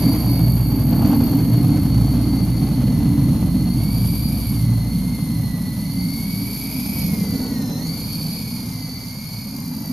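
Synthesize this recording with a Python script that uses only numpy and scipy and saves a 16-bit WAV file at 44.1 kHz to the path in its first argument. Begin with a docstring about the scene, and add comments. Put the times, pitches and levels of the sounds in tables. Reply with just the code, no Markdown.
"""Model helicopter over a garden

A small twin-motor model helicopter hovers over a garden, sinks behind a hedge and lifts again.
Two geared motors whine at slightly different pitches, ring the gear case and turn raspy at high speed.
The blades hum as sine tones; shaped noise makes the churned air, the hiss and the garden's hush.
A thin, fast-pulsing buzz comes and goes high above that hush."""
import sys
import numpy as np
from scipy import signal
from scipy.fft import rfft, irfft
from scipy.io import wavfile
from scipy.ndimage import uniform_filter1d, map_coordinates

SR = 44100
rng = np.random.default_rng(int(sys.argv[2]) if len(sys.argv) > 2 else 0)


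def digitize_waveform(pressure):
    """Quantize a signal to 16-bit integers and store it at the path in sys.argv[1].

    Rows of a 2-D input are taken as channels; values are limited to [-1, 1].
    """
    field = np.atleast_2d(pressure).T
    bounded = np.clip(field, -1, 1)
    quanta = np.round(bounded * 32767).astype(np.int16)
    wavfile.write(sys.argv[1], SR, quanta)


N = 437472
TIME = np.arange(N) / SR
BINS = np.fft.rfftfreq(N, 1 / SR)

# Colours of the noise layers; only the shape counts, as each noise is scaled to the same strength.
# quiet garden: (frequency [Hz], relative level [dB])
HUSH_COLOUR = [(100, 5), (400, -21), (900, 11), (1600, -1), (3000, -5), (6500, -17), (9500, -46),
               (13700, -20)]
# deep rumble of the air under the rotors: (frequency [Hz], relative level [dB])
DEEP_COLOUR = [(20, -25), (40, -21), (70, -14.5), (95, -3.5), (125, 1.5), (145, 0), (175, -13.5),
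               (300, -35), (700, -89)]
# middle rumble: (frequency [Hz], relative level [dB])
MIDDLE_COLOUR = [(45, -23), (75, -9.5), (130, -16), (160, 1), (210, -0.5), (240, -7), (320, -32.5),
                 (900, -78)]
# hollow top of the rumble: (frequency [Hz], relative level [dB])
HOLLOW_COLOUR = [(60, -52), (180, -18), (230, 0), (285, 0), (308, -9.5), (340, -21), (410, -48), (900, -82)]
# fluttering swish of air: (frequency [Hz], relative level [dB])
SWISH_COLOUR = [(100, -19), (350, 4), (500, 0.5), (750, -1), (1000, -6.5), (1600, -16.5), (3000, -18.5),
                (7000, -24.5), (14000, -61)]
# downwash rushing over the hedge: (frequency [Hz], relative level [dB])
RUSH_COLOUR = [(200, -24), (380, 1), (500, 2), (620, -15), (1000, -26), (3000, -49)]
# broad hiss: (frequency [Hz], relative level [dB])
HISS_COLOUR = [(1500, -24), (3000, -3), (4000, 0), (7000, -6), (8800, -0.5), (9400, 0), (10400, 5.5),
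               (11500, 6), (13700, 3.5)]
# narrow sizzle at hovering speed: (frequency [Hz], relative level [dB])
SIZZLE_COLOUR = [(8000, -27), (10200, -22), (10850, -3), (11380, 5.5), (11900, -1), (12400, -17),
                 (13700, -13)]
# thin buzz: (frequency [Hz], relative level [dB])
BUZZ_COLOUR = [(7000, -63), (8800, -4.5), (9800, -14), (11500, -2), (12200, 6.5), (12600, 8), (13100, -14),
               (13700, -3)]
# scraping gears: (frequency [Hz], relative level [dB])
SCRAPE_COLOUR = [(3200, -28), (4300, -0.5), (5200, -1), (5900, -6.5), (6700, -1.5), (7500, -20),
                 (10000, -33)]

# How the layers rise and fall; "relative" levels get a fixed trim in the functions.
# deep rumble: (time [s], relative level [dB])
DEEP_LEVEL = [(0, -22.3), (1.6, -15), (2.45, -23), (2.95, -17.5), (5, -23), (6.35, -33.5), (7, -32.5),
              (9.92, -33.5)]
# middle rumble: (time [s], relative level [dB])
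MIDDLE_LEVEL = [(0, -20.5), (.6, -26), (1.1, -21), (2.3, -22), (3.5, -19), (4.3, -23), (5.9, -23.5),
                (6.7, -31.5), (7.1, -21.5), (8.1, -27), (9.1, -35), (9.92, -32)]
# how hard the blades churn the air: (time [s], relative level [dB])
CHURN_LEVEL = [(0, -20.5), (.3, -20.5), (.6, -31), (1.1, -17), (2.2, -22), (3.4, -22), (4.3, -29),
               (6.5, -30), (7.45, -26.5), (9.3, -39.5), (9.92, -28)]
# swish, fading as the craft drifts away: (time [s], relative level [dB])
SWISH_LEVEL = [(0, -32.5), (.55, -38), (1.1, -34.5), (1.7, -37.5), (3.3, -39), (4.8, -44.5), (6.2, -47),
               (7.4, -41.5), (9.2, -51.5), (9.92, -47.5)]
# downwash over the hedge: (time [s], level [dB])
RUSH_LEVEL = [(6.6, -90), (7.15, -41.5), (7.6, -40.5), (8, -47.5), (8.6, -76)]
# treble at hovering speed: (time [s], relative hiss level [dB], relative sizzle level [dB])
TREBLE_LEVEL = [(0, -41, -36), (.9, -54.5, -45.5), (1.7, -43.5, -41), (4.2, -41.5, -39.5),
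                (7.2, -41, -38.5), (8.4, -41.3, -43), (9.3, -46, -56), (9.92, -51, -36)]
# thin buzz: (time [s], relative level [dB])
BUZZ_LEVEL = [(0, -33.5), (1.3, -34), (2, -45), (3.6, -53), (4.15, -39), (4.8, -52), (5.9, -44), (7, -35),
              (7.6, -42), (8.15, -42), (8.75, -46), (9.5, -39.5), (9.92, -38)]
# gear scrape that grows as the craft flies low, before the flicker: (time [s], level [dB])
SCRAPE_LEVEL = [(0, -65), (5.7, -53), (6.4, -47.5), (7.1, -43.5), (7.6, -47), (8.3, -46.5), (9.92, -46.5)]
# blade hum: (time [s], relative level [dB])
BLADE_LEVEL = [(0, -30), (0.5, -22), (1.1, -28.5), (1.6, -36), (1.95, -22), (2.6, -27.5), (3.4, -28.5),
               (4, -26), (4.9, -28), (5.5, -38.5), (7.3, -40), (9.92, -48.5)]
# how often a blade passes: (time [s], rate [Hz])
BLADE_RATE = [(0, 59.65), (.7, 59.28), (2, 59.1), (3.3, 57.76), (5.2, 57.05), (7, 54.74), (9.92, 55.39)]

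# throttle as gear-mesh pitch; the motors part to steer: (time [s], slow motor [Hz], fast motor [Hz])
THROTTLE = [(0, 2160, 2285), (.6, 2200, 2300), (1.05, 2088, 2265), (1.65, 2113, 2220), (2.5, 2070, 2245),
            (2.85, 2034, 2195), (3.67, 2052, 2197), (3.95, 2279, 2343), (4.51, 2235, 2340),
            (4.69, 2025, 2185), (5.1, 2100, 2193), (5.52, 1972, 2140), (6.05, 2092, 2255),
            (6.33, 2240, 2308), (7.0, 2280, 2489), (7.25, 2060, 2320), (7.5, 1960, 2216),
            (7.72, 1780, 2045), (7.88, 2075, 2252), (8.12, 2245, 2402), (8.55, 2210, 2390),
            (8.92, 2046, 2268), (9.35, 2222, 2370), (9.92, 1954, 2305)]
# how the whine carries as the craft moves and turns:
# (time [s], relative overall level [dB], shift from the octave to the mesh tone [dB])
WHINE_CARRY = [(0, 4, 2.5), (.6, -1, -4), (1.2, -1, 0), (3.3, -2.5, 3.5), (4.2, .5, -0.5), (5.3, -1, 6.5),
               (7.2, 1.5, 5.5), (7.9, 4, 0.5), (8.25, 3, -6), (8.92, 0, 6.5), (9.25, .5, 0),
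               (9.92, -0.5, -1.5)]
# how the airframe radiates the higher gear overtones: (frequency [Hz], relative level [dB])
AIRFRAME = [(5300, -56), (5900, -63), (6150, -57.5), (6500, -59), (7200, -66), (9800, -54), (11500, -58),
            (12600, -55), (13400, -60)]
# how far sound differs between left and right: (frequency [Hz], side minus middle [dB])
WIDTH = [(300, -22.5), (600, -19), (1200, -10), (2200, -6), (4500, -8), (8000, -5), (12000, -6)]
# balance of the two sides: (frequency [Hz], left minus right [dB])
BALANCE = [(100, -1.03), (1200, -0.43), (2500, -2.2), (4500, -0.1), (9000, 1), (12500, 0.7)]

HOVER_HZ = 2200  # gear-mesh pitch that counts as hovering speed
GEAR_TEETH, PINION_TEETH = 67, 9
# the gear case rings under the octave of the whine: centre, width, greatest lift
CASE_HZ, CASE_WIDTH_HZ, CASE_DB = 4524, 348, 10
# the slack gears knock as the throttle is cut: middle, half length, least level of the third harmonic
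KNOCK_S, KNOCK_LENGTH_S, KNOCK_DB = 7.74, 0.22, -50
EDGE_HZ, NOTCH_HZ = 13700, 7900  # upper limit and narrow gap of the recorder


def amp(db):
    """Turns decibels into a gain."""
    return 10 ** (np.asarray(db) / 20)


def unit(x):
    """Scales a signal to an average strength (rms) of 1."""
    return x / np.sqrt(np.mean(abs(x) ** 2) + 1e-20)


def curves(rows):
    """Joins the points of each table column by straight lines, one value per sample."""
    s, *columns = np.transpose(rows)
    return [np.interp(TIME, s, c) for c in columns]


def glides(rows):
    """Rounds each table column into a curve: spinning parts cannot change speed with a jerk."""
    s, *columns = np.transpose(rows)
    place = np.interp(TIME, s, np.arange(len(s)))
    return [map_coordinates(c, [place], order=3, mode="nearest") for c in columns]


def read(points, at_hz=BINS):
    """Reads a frequency table at every bin or along a pitch curve."""
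    hz, value = np.transpose(points)
    return np.interp(np.log(at_hz + 1), np.log(hz + 1), value)


def wander(rate_hz):
    """Smooth random drift of rms 1, up to about the given rate."""
    return unit(irfft(rfft(rng.standard_normal(N)) / (1 + (BINS / rate_hz) ** 4), N))


def halo(width_hz):
    """Random complex swell that spreads a tone into a narrow band."""
    return unit(wander(width_hz) + 1j * wander(width_hz))


def ports(common, scattered):
    """Direct sound reaches both microphones alike; scattered sound makes them differ in the treble."""
    side = irfft(rfft(scattered) * amp(read(WIDTH)), N)
    return np.array([common + side, common - side])


def noise(colour):
    """Stereo noise of the given colour, its two parts scaled together to rms 1."""
    white = rng.standard_normal((2, N))
    coloured = irfft(rfft(white) * amp(read(colour)), N)
    return ports(*unit(coloured))


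def eddies(x, depth_db, count=512):
    """Eddies lift and sink patches some tens of Hz wide and a few tenths of a second long."""
    pieces = signal.stft(x, nperseg=count * 8)[2]
    patches = rng.standard_normal(pieces.shape[1:])
    patches = uniform_filter1d(patches, size=3, axis=0)  # across frequency
    patches = unit(uniform_filter1d(patches, size=5, axis=1))  # across time
    return unit(signal.istft(pieces * amp(depth_db * patches))[1][:, :N])


def shifted(x, by_hz):
    """Slides a whole band of noise up or down along a curve."""
    return (signal.hilbert(x) * np.exp(2j * np.pi * np.cumsum(by_hz) / SR)).real


def revs(hz):
    """Motor speed in per cent above hovering speed."""
    return 100 * (hz / HOVER_HZ - 1)


def hush(level_db=-50.5):
    """The quiet garden is a faint, steady, coloured noise."""
    return amp(level_db) * noise(HUSH_COLOUR)


def wash(deep_db=-1.5, middle_db=0.5, hollow_db=0., swish_db=1.5, flutter_db=1.95):
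    """Turbulent air under the rotors: a lumpy rumble, a fluttering swish and a rush over the hedge."""
    (low_db,), (mid_db,), (churn_db,) = curves(DEEP_LEVEL), curves(MIDDLE_LEVEL), curves(CHURN_LEVEL)
    deep = amp(low_db + deep_db) * eddies(noise(DEEP_COLOUR), depth_db=0.5)
    middle = amp(mid_db + middle_db) * eddies(noise(MIDDLE_COLOUR), depth_db=2.5)

    # reading the hollow noise at blade speed makes its pitch sink as the rotors slow
    speed = curves(BLADE_RATE)[0]
    clock = np.cumsum(speed / speed.mean()) / SR
    even_hollow = eddies(noise(HOLLOW_COLOUR), depth_db=2.5)
    hollow = np.array([np.interp(clock, TIME, x) for x in even_hollow])
    hollow = amp(churn_db + hollow_db) * hollow

    flutter = flutter_db * wander(39)
    swish_gain = amp(curves(SWISH_LEVEL)[0] + swish_db + flutter)
    swish = swish_gain * eddies(noise(SWISH_COLOUR), depth_db=2.06)
    rush = amp(curves(RUSH_LEVEL)[0]) * noise(RUSH_COLOUR)
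    return deep + middle + hollow + swish + rush


def gust(at_s=1.045, length_s=0.16, level_db=-34):
    """The blades bite into disturbed air: one brief, rough, brighter swell."""
    colour = [(400, -10), (780, 6.5), (1500, -13), (4500, -31)]  # (frequency [Hz], relative level [dB])
    swell = np.exp(-((TIME - at_s) / length_s) ** 2)
    return amp(level_db + 3.5 * wander(60)) * swell * noise(colour)


def whistle(at_s=7.5, length_s=0.18, hz=1475, width_hz=14, level_db=-53):
    """A faint whistle, a tone blurred into a narrow band, as the craft sinks past the hedge."""
    swell = np.exp(-((TIME - at_s) / length_s) ** 2)
    fuzzy_tone = np.sqrt(2) * (halo(width_hz) * np.exp(2j * np.pi * hz * TIME)).real
    return amp(level_db) * swell * fuzzy_tone


def treble(hiss_db=4.5, sizzle_db=-1.5, buzz_db=-1.5, hiss_db_per_percent=0.37,
           sizzle_db_per_percent=1.1, sizzle_hz_per_percent=45, pulse_hz=54, depth=0.39, flicker_db=1.5):
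    """Hiss and sizzle follow the throttle, the gears scrape, and a buzz pulses at its own rate."""
    (broad_db, narrow_db), (thin_db,) = curves(TREBLE_LEVEL), curves(BUZZ_LEVEL)
    speed = revs(curves(THROTTLE)[0])
    hiss = amp(broad_db + hiss_db + hiss_db_per_percent * speed) * noise(HISS_COLOUR)
    sizzle = shifted(noise(SIZZLE_COLOUR), sizzle_hz_per_percent * speed)
    sizzle = amp(narrow_db + sizzle_db + sizzle_db_per_percent * speed) * sizzle

    pulse_rate = pulse_hz * (1 + .01 * wander(3))
    pulses = 1 + depth * np.sin(2 * np.pi * np.cumsum(pulse_rate) / SR)
    buzz = amp(thin_db + buzz_db) * pulses * noise(BUZZ_COLOUR)

    scrape = amp(curves(SCRAPE_LEVEL)[0]) * noise(SCRAPE_COLOUR)
    flicker = amp(flicker_db * wander(144) + .5 * wander(11.0))
    return (hiss + sizzle + buzz + scrape) * flicker


def blades(hum_db=-0.5, octave_db=-1.5):
    """Each passing blade pushes the air: a hum with a wavering octave."""
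    (hz,), (db,) = curves(BLADE_RATE), curves(BLADE_LEVEL)
    phase = 2 * np.pi * np.cumsum(hz) / SR
    hum = amp(hum_db) * np.sin(phase)
    octave = amp(octave_db + 5.8 * wander(3.85)) * np.sin(2 * phase + 0.58 * wander(5.2))
    return np.sqrt(2) * amp(db) * (hum + octave)


def case_ring(hz):
    """Lift in dB of a tone that passes through the gear case's resonance."""
    return CASE_DB / (1 + (2 * (hz - CASE_HZ) / CASE_WIDTH_HZ) ** 2)


def motor(hz, mesh_carry_db, octave_carry_db, mesh_db, mesh_db_per_percent, octave_db,
          octave_db_per_percent, overtones_db, rough, octave_rough, rasp_hz, jitter, wobble, chatter,
          rattle_hz, skirt_db, skirt_hz):
    """Gear teeth mesh in a whine; wheel and pinion run out of true and turn raspy at high speed."""
    rasp = 1 / (1 + np.exp((rasp_hz - hz) / 45))  # 0 to 1, sets in around a critical speed
    phase = 2 * np.pi * np.cumsum(hz * (1 + jitter * wander(23.3))) / SR

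    # each turn of wheel and pinion pushes the teeth ahead and back: close and wide sidebands
    wheel = wobble * np.sin(phase / GEAR_TEETH + 1.3 * wander(18))
    pinion = chatter * (0.52 + rasp) * np.sin(phase / PINION_TEETH + 0.73 * wander(21))
    mesh = np.exp(1j * (phase + wheel + pinion))

    # level and rough share of each harmonic
    first_db = mesh_carry_db + mesh_db + mesh_db_per_percent * revs(hz)
    second_db = octave_carry_db + octave_db + octave_db_per_percent * revs(hz) + case_ring(2 * hz)
    knock_db = KNOCK_DB - 10 * ((TIME - KNOCK_S) / KNOCK_LENGTH_S) ** 2
    third_db = np.maximum(read(AIRFRAME, 3 * hz) + overtones_db, knock_db)
    harmonics = [(first_db, rough), (second_db, octave_rough), (third_db, octave_rough)]
    harmonics += [(read(AIRFRAME, k * hz) + overtones_db, octave_rough) for k in range(4, 7)]

    direct, scattered = np.zeros((2, N))
    fading, echo = amp(2.0 * wander(8.3)), halo(8.9)
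    rattle, skirt = halo(rattle_hz), halo(skirt_hz)
    skirt = skirt * np.exp(-2j * np.pi * 70 * TIME)  # the wide fringe hangs 70 Hz below each tone
    for k, (db, share) in enumerate(harmonics, 1):
        share = np.clip(share + 0.21 * rasp, 0, .95)
        tone = amp(db) * mesh ** k * np.sqrt(2)
        clean = np.sqrt(1 - share)
        fuzz = np.sqrt(share) * rattle
        fringe = amp(skirt_db) * (.5 + rasp) * np.sqrt(k / 2) * skirt
        # moving the random curves on by one second lets each harmonic waver in its own way
        rattle, skirt, fading, echo = (np.roll(x, SR) for x in (rattle, skirt, fading, echo))
        direct += (tone * (clean * fading + fuzz + fringe)).real
        scattered += (tone * (clean + fuzz - fringe) * echo).real
    return ports(direct, scattered)


def scene():
    """Mixes the quiet garden, the churned air, the treble, the blades and both motors."""
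    (slow_hz, fast_hz), (carry_db, turn_db) = glides(THROTTLE), curves(WHINE_CARRY)
    slow = motor(slow_hz, carry_db + turn_db, carry_db - 0.31 * turn_db,
                 mesh_db=-52.0, mesh_db_per_percent=0.4, octave_db=-52.5, octave_db_per_percent=.55,
                 overtones_db=-3, rough=0.23, octave_rough=0.22, rasp_hz=2286, jitter=0.00203,
                 wobble=0.17, chatter=0.27, rattle_hz=79.4, skirt_db=-5.5, skirt_hz=170)
    fast = motor(fast_hz, carry_db + 0.31 * turn_db, carry_db,
                 mesh_db=-58.0, mesh_db_per_percent=0.37, octave_db=-49, octave_db_per_percent=-0.13,
                 overtones_db=-2, rough=0.56, octave_rough=0.46, rasp_hz=2415, jitter=0.002003,
                 wobble=0.33, chatter=0.24, rattle_hz=93, skirt_db=-2.5, skirt_hz=195)
    return hush() + wash() + gust() + whistle() + treble() + blades() + slow + fast


def record(dry):
    """A stereo recorder with a left-right balance, a narrow treble notch and an upper limit."""
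    notch = 1 / (1 + (340 / (abs(BINS - NOTCH_HZ) + 1)) ** 6)
    edge = 1 / np.sqrt(1 + (BINS / EDGE_HZ) ** 400)
    sides = amp(np.array([[.5], [-.5]]) * read(BALANCE))  # half the difference to each side
    return irfft(rfft(dry) * sides * notch * edge, N)


dry = scene()
out = record(dry)
digitize_waveform(out)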